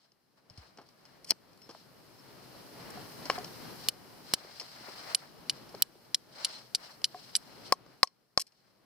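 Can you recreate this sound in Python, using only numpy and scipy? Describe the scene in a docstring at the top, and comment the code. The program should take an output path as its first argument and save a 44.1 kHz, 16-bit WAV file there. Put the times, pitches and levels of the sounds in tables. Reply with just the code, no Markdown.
"""A quiet forest, heard close to a fire maker: steel scrapes a spark rod ahead, a baton drives a knife through
kindling on the left, wood cracks and tears, sticks drop on moss and knock, jackets rustle.
Struck bodies are sums of damped modes, fractures are decaying bursts of uneven noise, and the hush,
cloth and hiss are shaped noise. The background drops at listed moments and climbs back at a steady
rate; each of two microphone ports resonates at its own pitches."""
import sys
import numpy as np
from scipy import signal
from scipy.fft import rfft, irfft, next_fast_len
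from scipy.io import wavfile
from scipy.ndimage import uniform_filter1d, map_coordinates

SR = 44100
rng = np.random.default_rng(int(sys.argv[2]) if len(sys.argv) > 2 else 0)


def master(y):
    """Save y as 16-bit WAV."""
    cut = np.clip(np.atleast_2d(y).T, -1, 1)
    pcm = np.round(cut * 32767)  # scale
    wavfile.write(sys.argv[1], SR, pcm.astype(np.int16))


def gain_from_decibels(decibels):
    """Convert decibel values to linear amplitude factors."""
    exponent = np.asarray(decibels, float) / 20
    return 10 ** exponent


N = 390285
TIME = np.arange(N) / SR  # seconds, the whole scene
T = np.arange(SR // 5) / SR  # seconds, one short event


def unit(x):
    """Normalization: the signal is scaled to an rms of 1."""
    return x / np.sqrt(np.mean(x ** 2) + 1e-20)


def wobble(rate):
    """Slow random modulation: a smooth curve through random knots, rate knots a second."""
    knots = rng.standard_normal(int(N * rate / SR) + 4)
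    return map_coordinates(knots, [np.arange(N) * rate / SR])


def filtered(x, response):
    """Linear filtering: the spectrum is multiplied by a complex response of frequency."""
    m = next_fast_len(N + 8192)
    return irfft(rfft(x, m) * response(np.fft.rfftfreq(m, 1 / SR)), m)[..., :N]


def band(x, low_hz, high_hz, order=2):
    """Causal band-pass filtering."""
    edges = [low_hz, min(high_hz, .49 * SR)]
    return signal.sosfilt(signal.butter(order, edges, "band", fs=SR, output="sos"), x)


def noise(spectrum, alike):
    """Partial coherence: shaped stereo noise of rms 1, alike being the power share common to both sides."""
    hz, db = np.transpose(spectrum)
    common, own = rng.standard_normal(N), rng.standard_normal((2, N))
    pair = np.sqrt(alike) * common + np.sqrt(1 - alike) * own
    return unit(filtered(pair, lambda f: gain_from_decibels(np.interp(np.log(f + 1), np.log(hz), db))))


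def add(track, s, sound):
    """Superposition: a sound is summed into the track from time s in seconds."""
    part = track[round(s * SR):][:len(sound)]
    part += sound[:len(part)]


def ring(modes, attack):
    """Modal synthesis: damped sines of slightly random strength under a common attack in seconds."""
    tone = 0
    for hz, db, t60 in modes:
        tone = tone + gain_from_decibels(db + rng.normal() - 60 * T / t60) * np.sin(2 * np.pi * hz * T)
    return tone * (1 - np.exp(-T / attack))


def crackle(t60, rise, spiky_db):
    """Stochastic fracture: a dying burst of uneven impulses whose energy is set by its envelope alone."""
    shape = gain_from_decibels(-60 * T / t60) * (1 - np.exp(-T / rise))
    burst = shape * gain_from_decibels(spiky_db * rng.standard_normal(len(T))) * rng.standard_normal(len(T))
    return burst * np.linalg.norm(shape) / np.linalg.norm(burst)


# Drops of the background, mostly at strikes and blows.
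# Each row: start in seconds, level just after in dB (0 = fully swollen).
DUCKS = [(0, -29), (1.308, -19), (3.888, -9), (4.339, -11), (4.6, -9.5), (5.149, -12), (5.498, -10),
         (5.824, -15), (6.147, -15.5), (6.449, -14), (6.75, -12.5), (7.044, -11.5), (7.354, -11.5),
         (7.725, -20), (8.033, -28.5), (8.378, -27.5)]


def swell_db():
    """Linear recovery: after each drop the level climbs at a constant dB rate up to 0 dB."""
    climb_db_per_s, smoothing_s = 10.5, .02
    s, after = np.transpose(DUCKS)
    last = np.clip(np.searchsorted(s, TIME) - 1, 0, None)
    level = np.minimum(0, after[last] + climb_db_per_s * (TIME - s[last]))
    return uniform_filter1d(level, round(smoothing_s * SR))


# Spectrum of the forest hush. Each row: frequency in Hz, relative density in dB per Hz.
HUSH_SPECTRUM = [(20, -44.5), (40, -11.5), (80, -13), (125, 0), (400, -4.5), (1200, -12), (2500, -21),
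                 (6000, -35.5), (9000, -49)]
# Hush before the swell. Each row: time in seconds, level in dB.
BREEZE = [(0, -46.5), (1.2, -46), (1.6, -48), (2.9, -46), (3.25, -49.5), (3.8, -47), (4.3, -49),
          (4.6, -53.5), (5.1, -51), (5.6, -44), (6.1, -47.5), (6.45, -48.5), (7.0, -50), (7.7, -45.5),
          (8.0, -45.5), (8.29, -50.5), (8.45, -47.5), (8.85, -46.5)]


def forest_hush():
    """Broadband noise: a partly coherent hush follows a level curve with small random variations."""
    s, db = np.transpose(BREEZE)
    level_db = np.interp(TIME, s, db)
    return gain_from_decibels(level_db + 1.9 * wobble(10)) * noise(HUSH_SPECTRUM, alike=0.34)


# Spectrum of the fine swish of cloth. Each row: frequency in Hz, relative density in dB per Hz.
SWISH_SPECTRUM = [(1500, -20.5), (2500, 2), (5000, 3.5), (8000, -6), (12000, -12), (17000, -30.5)]
# Spectrum of the coarse folds. Each row: frequency in Hz, relative density in dB per Hz.
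FOLDS_SPECTRUM = [(200, -27), (600, 0), (1300, -3), (2200, -6), (3500, -28.5)]
# Jacket movements before the swell. Each row: middle in seconds, length between the 1/e amplitude points
# in seconds, fine swish level in dB, coarse folds level in dB.
RUSTLES = [(.02, .15, -52, -46), (0.384, 0.038, -59, -46.5), (.62, .2, -50, -41.5), (0.902, .12, -61, -56),
           (1.08, 0.29, -60.5, -50.5), (1.75, .2, -56.5, -56), (2.45, .25, -71, -80),
           (2.276, 0.077, -62, -56), (2.9, .2, -66, -52.5), (3.33, .15, -58, -47), (3.617, .15, -70, -59.5),
           (3.86, .1, -56.5, -52.5), (4.31, .1, -54.5, -53), (4.448, 0.21, -53, -46.5),
           (4.634, 0.22, -54, -48.5), (4.865, 0.35, -53.5, -46.5), (5.096, 0.22, -52.5, -44),
           (5.23, .15, -58.5, -48), (5.55, .12, -59, -51.5), (5.8, .1, -66.5, -52),
           (6.436, 0.2, -45.5, -40), (6.522, 0.21, -45, -42), (6.86, .15, -49, -42.5),
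           (7.23, .25, -54, -53), (7.505, 0.37, -59, -54), (7.668, 0.055, -50.5, -52),
           (7.92, .12, -60, -48.5), (8.6, .3, -57, -52)]


def jackets():
    """Friction noise: uneven grains under bell-shaped swells, whose powers add to a constant small shifting."""
    rest_swish_db, rest_folds_db = -67, -59
    power = gain_from_decibels([[2 * rest_swish_db], [2 * rest_folds_db]])
    for s, length, swish_db, folds_db in RUSTLES:
        bell = np.exp(-8 * ((TIME - s) / length) ** 2)
        power = power + gain_from_decibels([[2 * swish_db], [2 * folds_db]]) * bell
    swish, folds = np.sqrt(power)
    swish_grain_db, folds_grain_db = [1.4 * wobble(25) + 1.8 * wobble(98) for layer in range(2)]
    fine = swish * gain_from_decibels(swish_grain_db) * noise(SWISH_SPECTRUM, alike=0.071)
    return fine + folds * gain_from_decibels(folds_grain_db) * noise(FOLDS_SPECTRUM, alike=0.16)


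def ambience():
    """Amplitude modulation: hush and cloth share one swelling level, a little stronger on the left."""
    return (forest_hush() + jackets()) * gain_from_decibels(swell_db() + [[1.2], [-1.2]])


# Spectrum of the electronics' hiss. Each row: frequency in Hz, relative density in dB per Hz.
HISS_SPECTRUM = [(2000, -27.5), (5000, 3), (7000, -7), (10000, -3.5), (12000, -3), (15600, -6.5),
                 (15900, -64)]


def electronics():
    """Electronic self-noise: nearly incoherent hiss and a thin 12 kHz whine share the swelling level."""
    whine = gain_from_decibels(-12 + 1.5 * wobble(1.5)) * np.sin(2 * np.pi * 12000 * TIME)
    tone_and_hiss = noise(HISS_SPECTRUM, alike=0.016) + whine * gain_from_decibels([[1.5], [-1.5]])
    return gain_from_decibels(swell_db() - 56) * tone_and_hiss


def fractures(rows):
    """Brittle fracture: each crack sums a bright snap, a longer woody body and a shorter treble spray."""
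    snap, body, treble = np.zeros((3, N))
    for s, db, body_db, treble_db, t60 in rows:
        add(snap, s, gain_from_decibels(db - 5.0) * crackle(t60, rise=0.00046, spiky_db=6.5))
        add(body, s, gain_from_decibels(db + body_db + 11.0) * crackle(1.4 * t60, rise=0.00033, spiky_db=-1.5))
        add(treble, s, gain_from_decibels(db + treble_db + 7.5) * crackle(0.69 * t60, rise=0.0015, spiky_db=5))
    bright = band(snap, 4000, 5800) + gain_from_decibels(-3) * band(snap, 2000, 4000)
    return bright + band(body, 230, 1100) + band(treble, 4700, 12000, order=4)


# Fibres cracking and sticks ticking. Each row: start in seconds, relative level in dB, body in dB and
# treble in dB relative to it before fixed offsets, t60 of the snap in seconds.
CRACKS = [(0.118, -48, -34, -28, 0.017), (0.4983, -44, -15, -25, 0.054), (0.5745, -43.5, -13, -21, 0.072),
          (0.7733, -38, -11, -25, 0.017), (0.7842, -55.5, 10.5, -23, 0.078), (0.8138, -55, 2, -19, 0.077),
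          (0.8883, -42.5, -17, -19, 0.014), (1.052, -44.5, -12, -29, 0.057),
          (1.244, -36, -25.5, -10.5, 0.029), (1.305, -7.5, -24.5, -16, 0.025),
          (1.317, -23.5, -6.5, -32, 0.014), (1.5309, -52, -18, -12, 0.025), (1.574, -54, -11, -7, 0.027),
          (1.6174, -44, -11, -21, 0.033), (1.6909, -42, -0.5, -23.5, 0.0495), (1.7, -36.5, -11, -32, 0.025),
          (1.7085, -46, -5, -22, 0.068), (2.903, -48, -25, 1.5, .03), (3.254, -29.5, -12.5, -24, 0.049),
          (3.3051, -29.5, -7, -29, 0.072), (3.3844, -29, -10, -21, 0.02), (3.4436, -27.5, -16, -32, 0.035),
          (4.597, -27, -25, -26, 0.058), (4.6105, -31.5, -10, -31.5, 0.047),
          (4.8849, -43.5, 6.5, -22.5, 0.021), (5.009, -44.5, -3, -34, 0.032),
          (5.691, -42.5, -12, -16, 0.032), (5.748, -32.5, -5, -44, 0.016), (7.0168, -33.5, -7, -12, 0.0085),
          (7.8621, -49, -2, -25, 0.022), (8.0728, -35.5, -22.5, -23, 0.022),
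          (8.3953, -21.5, -28, -14.5, 0.027), (8.4666, -48.5, -31, -15, 0.064),
          (8.5202, -51.5, -24, -29, 0.0274)]


def kindling():
    """Impulsive excitation: separate fractures of fibres and sticks."""
    return fractures(CRACKS)


# Drops on moss. Each row: start in seconds, level in dB, final pitch in Hz, t60 in seconds.
DROPS = [(0.508, -49, 66.3, 0.064), (0.581, -42, 58, 0.13), (1.695, -44, 430, 0.038),
         (1.749, -41, 615, 0.031), (4.448, -41.5, 322, 0.039), (4.808, -46, 214, 0.052),
         (4.883, -44.5, 357, 0.078), (5.744, -37, 410, 0.057), (5.954, -50, 340, 0.066)]


def drops():
    """Damped oscillation: a soft landing is one decaying swing that starts fast and sags to its pitch."""
    out = np.zeros(N)
    for s, db, hz, t60 in DROPS:
        turns = hz * T + .9 * (1 - np.exp(-hz * T / .6))
        add(out, s, gain_from_decibels(db - 60 * T / t60) * np.sin(2 * np.pi * turns))
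    return out


# Wood tearing. Each row: start in seconds, length in seconds, first relative level in dB,
# last relative level in dB, treble in dB relative to each crack before a fixed offset.
TEARS = [(1.263, .042, -45.5, -25.5, -11.5), (8.397, .021, -25, -29, -3.5)]


def tearing():
    """Successive fracture: rows of small cracks at uneven gaps, their level sliding from first to last."""
    gap_s, t60_s, scatter_db = .004, 0.015, 1
    rows = []
    for s, length, first, last, treble_db in TEARS:
        for k in np.arange(0, length, gap_s):
            start = s + k + gap_s * rng.random()
            db = first + (last - first) * k / length + scatter_db * rng.normal()
            rows.append((start, db, -32, treble_db, t60_s))
    return fractures(rows)


# Spits. Each row: time in seconds (they sound 0.6 ms later), top in dB and bottom in dB before fixed offsets.
SPITS = [(1.3071, -7, -50.5), (3.8869, 1, -49.5), (4.3369, 1, -44.5), (5.1468, -22, -51),
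         (5.8215, 7.5, -46), (6.146, -18, -76), (7.7231, -8.5, -49), (8.0305, -7, -41), (8.3749, -39, -44)]


def spits():
    """Sum and difference stereo: bursts of extreme treble and low ticks, rather stronger in opposite sense."""
    top, bottom = np.zeros((2, 2, N))
    for s, top_db, bottom_db in SPITS:
        for k in range(2):
            add(top[k], s + .0006, gain_from_decibels(top_db + 24.5) * crackle(0.00059, rise=0.0016, spiky_db=1.0))
            add(bottom[k], s + .0006, gain_from_decibels(bottom_db + 40) * crackle(0.0028, rise=0.00011, spiky_db=1.0))
    mid, side = band(top, 12500, 16700, order=4) + band(bottom, 100, 1200, order=1)
    return mid + 1.2 * side * np.array([[1], [-1]])


# Thin squeaks. Each row: middle in seconds, length between the 1/e amplitude points in seconds,
# pitch in Hz, level in dB.
SQUEAKS = [(1.642, 0.055, 5330, -67.5), (2.194, .025, 5350, -69), (6.56, 0.03, 4130, -59)]


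def squeaks():
    """Frictional whistle: a short tone of randomly modulated amplitude and phase."""
    out = np.zeros(N)
    for s, length, hz, db in SQUEAKS:
        bell = np.exp(-4 * ((TIME - s) / length) ** 2)
        tone = np.sin(2 * np.pi * hz * TIME + .5 * wobble(90))
        out += gain_from_decibels(db + 2.3 * wobble(50)) * bell * tone
    return out


# Knocks on a dry stick. Each row: start in seconds, relative level in dB.
TAPS = [(2.973, -33.5), (3.379, -23), (7.145, -31)]
# Modes of the stick. Each row: frequency in Hz, relative level in dB, t60 in seconds.
STICK_MODES = [(417, -18.5, 0.16), (728, -4, 0.086), (1060, -7, 0.025), (1634, -3, 0.0074)]


def dry_stick():
    """Free vibration of a bar: a knocked stick rings lower and longer than the baton."""
    out = np.zeros(N)
    for s, db in TAPS:
        add(out, s, gain_from_decibels(db - 1.0) * ring(STICK_MODES, attack=0.00057))
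    return out


# Baton blows. Each row: start in seconds, relative level in dB, then ring in dB, body in dB and
# clack in dB relative to it before fixed offsets.
BLOWS = [(3.2988, -20.5, -5.5, -6.5, -2.5), (7.7229, -8, -10.5, -15, -20.5),
         (8.0302, -7, -13.5, -19, -17.5), (8.3751, -10, -16.5, -20, -18.5)]
# Modes of the baton. Each row: multiple of the main pitch, relative level in dB, t60 in seconds.
BATON_MODES = [(.51, 0, .017), (.6, 0, .015), (.68, -5, .03), (1, 0, .029)]
# Modes of the knife blade. Each row: frequency in Hz, relative level in dB, t60 in seconds.
BLADE_MODES = [(4350, -4, .007), (5250, 0, .007), (6070, -23, .04), (7080, -26, .035), (8200, -28, .03)]


def baton():
    """Impact excitation: a blow snaps on the knife's back, clacks and sets the baton's modes ringing."""
    main_hz = 1084
    wood, snap, clack = np.zeros((3, N))
    for s, db, ring_db, body_db, clack_db in BLOWS:
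        modes = []
        for k, level, t60 in BATON_MODES:
            part_db = body_db if k < 1 else ring_db  # modes below the main pitch form the body
            modes.append((k * main_hz, level + part_db, t60))
        add(wood, s, gain_from_decibels(db + 9) * ring(modes, attack=0.0011))
        add(clack, s, gain_from_decibels(db + clack_db + 15.0) * crackle(0.015, rise=0.00019, spiky_db=9.5))
        add(snap, s, gain_from_decibels(db - 1.0) * ring(BLADE_MODES, attack=0.0011))
        add(snap, s, gain_from_decibels(db - 3.5) * crackle(0.0029, rise=0.00021, spiky_db=5.5))
        add(snap, s, gain_from_decibels(db - 30) * crackle(0.05, rise=.002, spiky_db=2.5))
    return wood + band(snap, 3200, 11000) + band(clack, 1400, 2600)


# Steel on the spark rod. Each row: start in seconds, relative level of the bite in dB, chatter in dB
# relative to it, brightness in dB relative to it before fixed offsets, t60 of the chatter in seconds.
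STRIKES = [(3.8857, -5, -9.5, -15.5, 0.023), (4.337, -5, -7.5, -16, 0.026), (5.1478, -4.5, -6.5, -9, 0.012),
           (5.4967, -5.5, -16.5, -19, 0.033), (5.8221, -9.5, 1.5, -14.5, 0.015),
           (6.1452, -9.5, 1, -19, 0.019), (6.4473, -8.5, -8.5, -14.5, 0.024),
           (6.452, -14.5, -12.5, -16, 0.013), (6.7479, -10.5, -1.5, -17, 0.025),
           (7.0427, -7.5, -5, -22.5, 0.03), (7.051, -22, -7, -10.5, 0.0118), (7.3528, -7, 2, -22, 0.01),
           (7.3571, -18.5, -7, -8.5, 0.025), (7.3623, -16.5, -3.5, -4.5, 0.019)]
# Modes of the rod. Each row: frequency in Hz, relative level in dB, t60 in seconds.
ROD_MODES = [(2993, 2, 0.017), (2450, -5, 0.016)]
# Modes of the steel. Each row: frequency in Hz, relative level in dB, t60 in seconds.
STEEL_MODES = [(10800, 4.5, 0.021), (10080, -12.5, 0.02)]


def spark_rod():
    """Scraping excitation: a hard click and chatter leave rod and steel ringing, the steel more on the right."""
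    scrape, treble, rod, steel = np.zeros((4, N))
    for s, db, chatter_db, bright_db, t60 in STRIKES:
        bite = 1.7 * np.exp(-T / .00004) + .6 * crackle(0.0014, rise=0.00049, spiky_db=0.5)
        burst = bite + gain_from_decibels(chatter_db) * crackle(t60, rise=0.00061, spiky_db=7.5)
        add(scrape, s, gain_from_decibels(db - 3.5) * burst)
        add(treble, s, gain_from_decibels(db + bright_db + 9) * burst)
        add(rod, s, gain_from_decibels(db - 18.0) * ring(ROD_MODES, attack=0.0012))
        add(steel, s, gain_from_decibels(db + bright_db - 4.0) * ring(STEEL_MODES, attack=0.0017))
    scraping = band(scrape, 3060, 6180) + gain_from_decibels(-12) * band(scrape, 1700, 3500)
    return rod + scraping + band(treble, 7350, 11420, order=4) + steel * gain_from_decibels([[-3], [3]])


def trees(x):
    """Diffuse reverberation: a short decaying answer from ground and trunks, different on each side."""
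    tail = rng.standard_normal((2, len(T))) * gain_from_decibels(-60 * T / 0.25)
    delayed = np.pad(x, (300, 0))[None]  # 300 samples before the first return
    return signal.fftconvolve(delayed, tail / np.linalg.norm(tail[0]), axes=1)[:, :N]


def scene():
    """Interaural-style cues: sounds from the left are stronger at the left port and reach it first."""
    left = kindling() + drops() + tearing() + squeaks() + dry_stick() + baton()
    ahead = spark_rod()
    lag_s = np.array([[0], [.00007]])
    left_pair = filtered(left * gain_from_decibels([[.8], [-.8]]), lambda hz: np.exp(-2j * np.pi * hz * lag_s))
    direct = ahead * gain_from_decibels([[-.4], [.4]]) + left_pair + spits()
    return direct + gain_from_decibels(-39.0) * trees(ahead[0] + left) + ambience()


def port(hz, peaks):
    """Resonance: the causal response of one port is a chain of second-order lifts and dips."""
    response = 1
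    for centre, width, db in peaks:
        resonance = 1j * hz * width / (centre * centre - hz * hz + 1j * hz * width)
        response = response * (1 + (gain_from_decibels(db) - 1) * resonance)
    return response


# Left port resonances. Each row: centre in Hz, width in Hz, gain at the centre in dB.
LEFT_PORT = [(2990, 340, 6.5), (4120, 270, 9), (5180, 560, 14.5), (8400, 5400, -14.5)]
# Right port resonances. Each row: centre in Hz, width in Hz, gain at the centre in dB.
RIGHT_PORT = [(3270, 170, 4.8), (4340, 370, 13.9), (5740, 600, 2.4), (8330, 1100, 10.5)]


def microphone_ports(dry):
    """Linear filtering: each side passes through the resonances of its own port."""
    return filtered(dry, lambda hz: [port(hz, LEFT_PORT), port(hz, RIGHT_PORT)])


def roll_off(x):
    """The treble ends steeply here."""
    return signal.sosfilt(signal.butter(12, 17490, fs=SR, output="sos"), x)


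def record(dry):
    """Signal chain: port resonances, added electronic noise, then clipping at full scale."""
    mix = np.clip(microphone_ports(dry) + electronics(), -1, 1)
    return roll_off(mix)


dry = scene()
out = record(dry)
master(out)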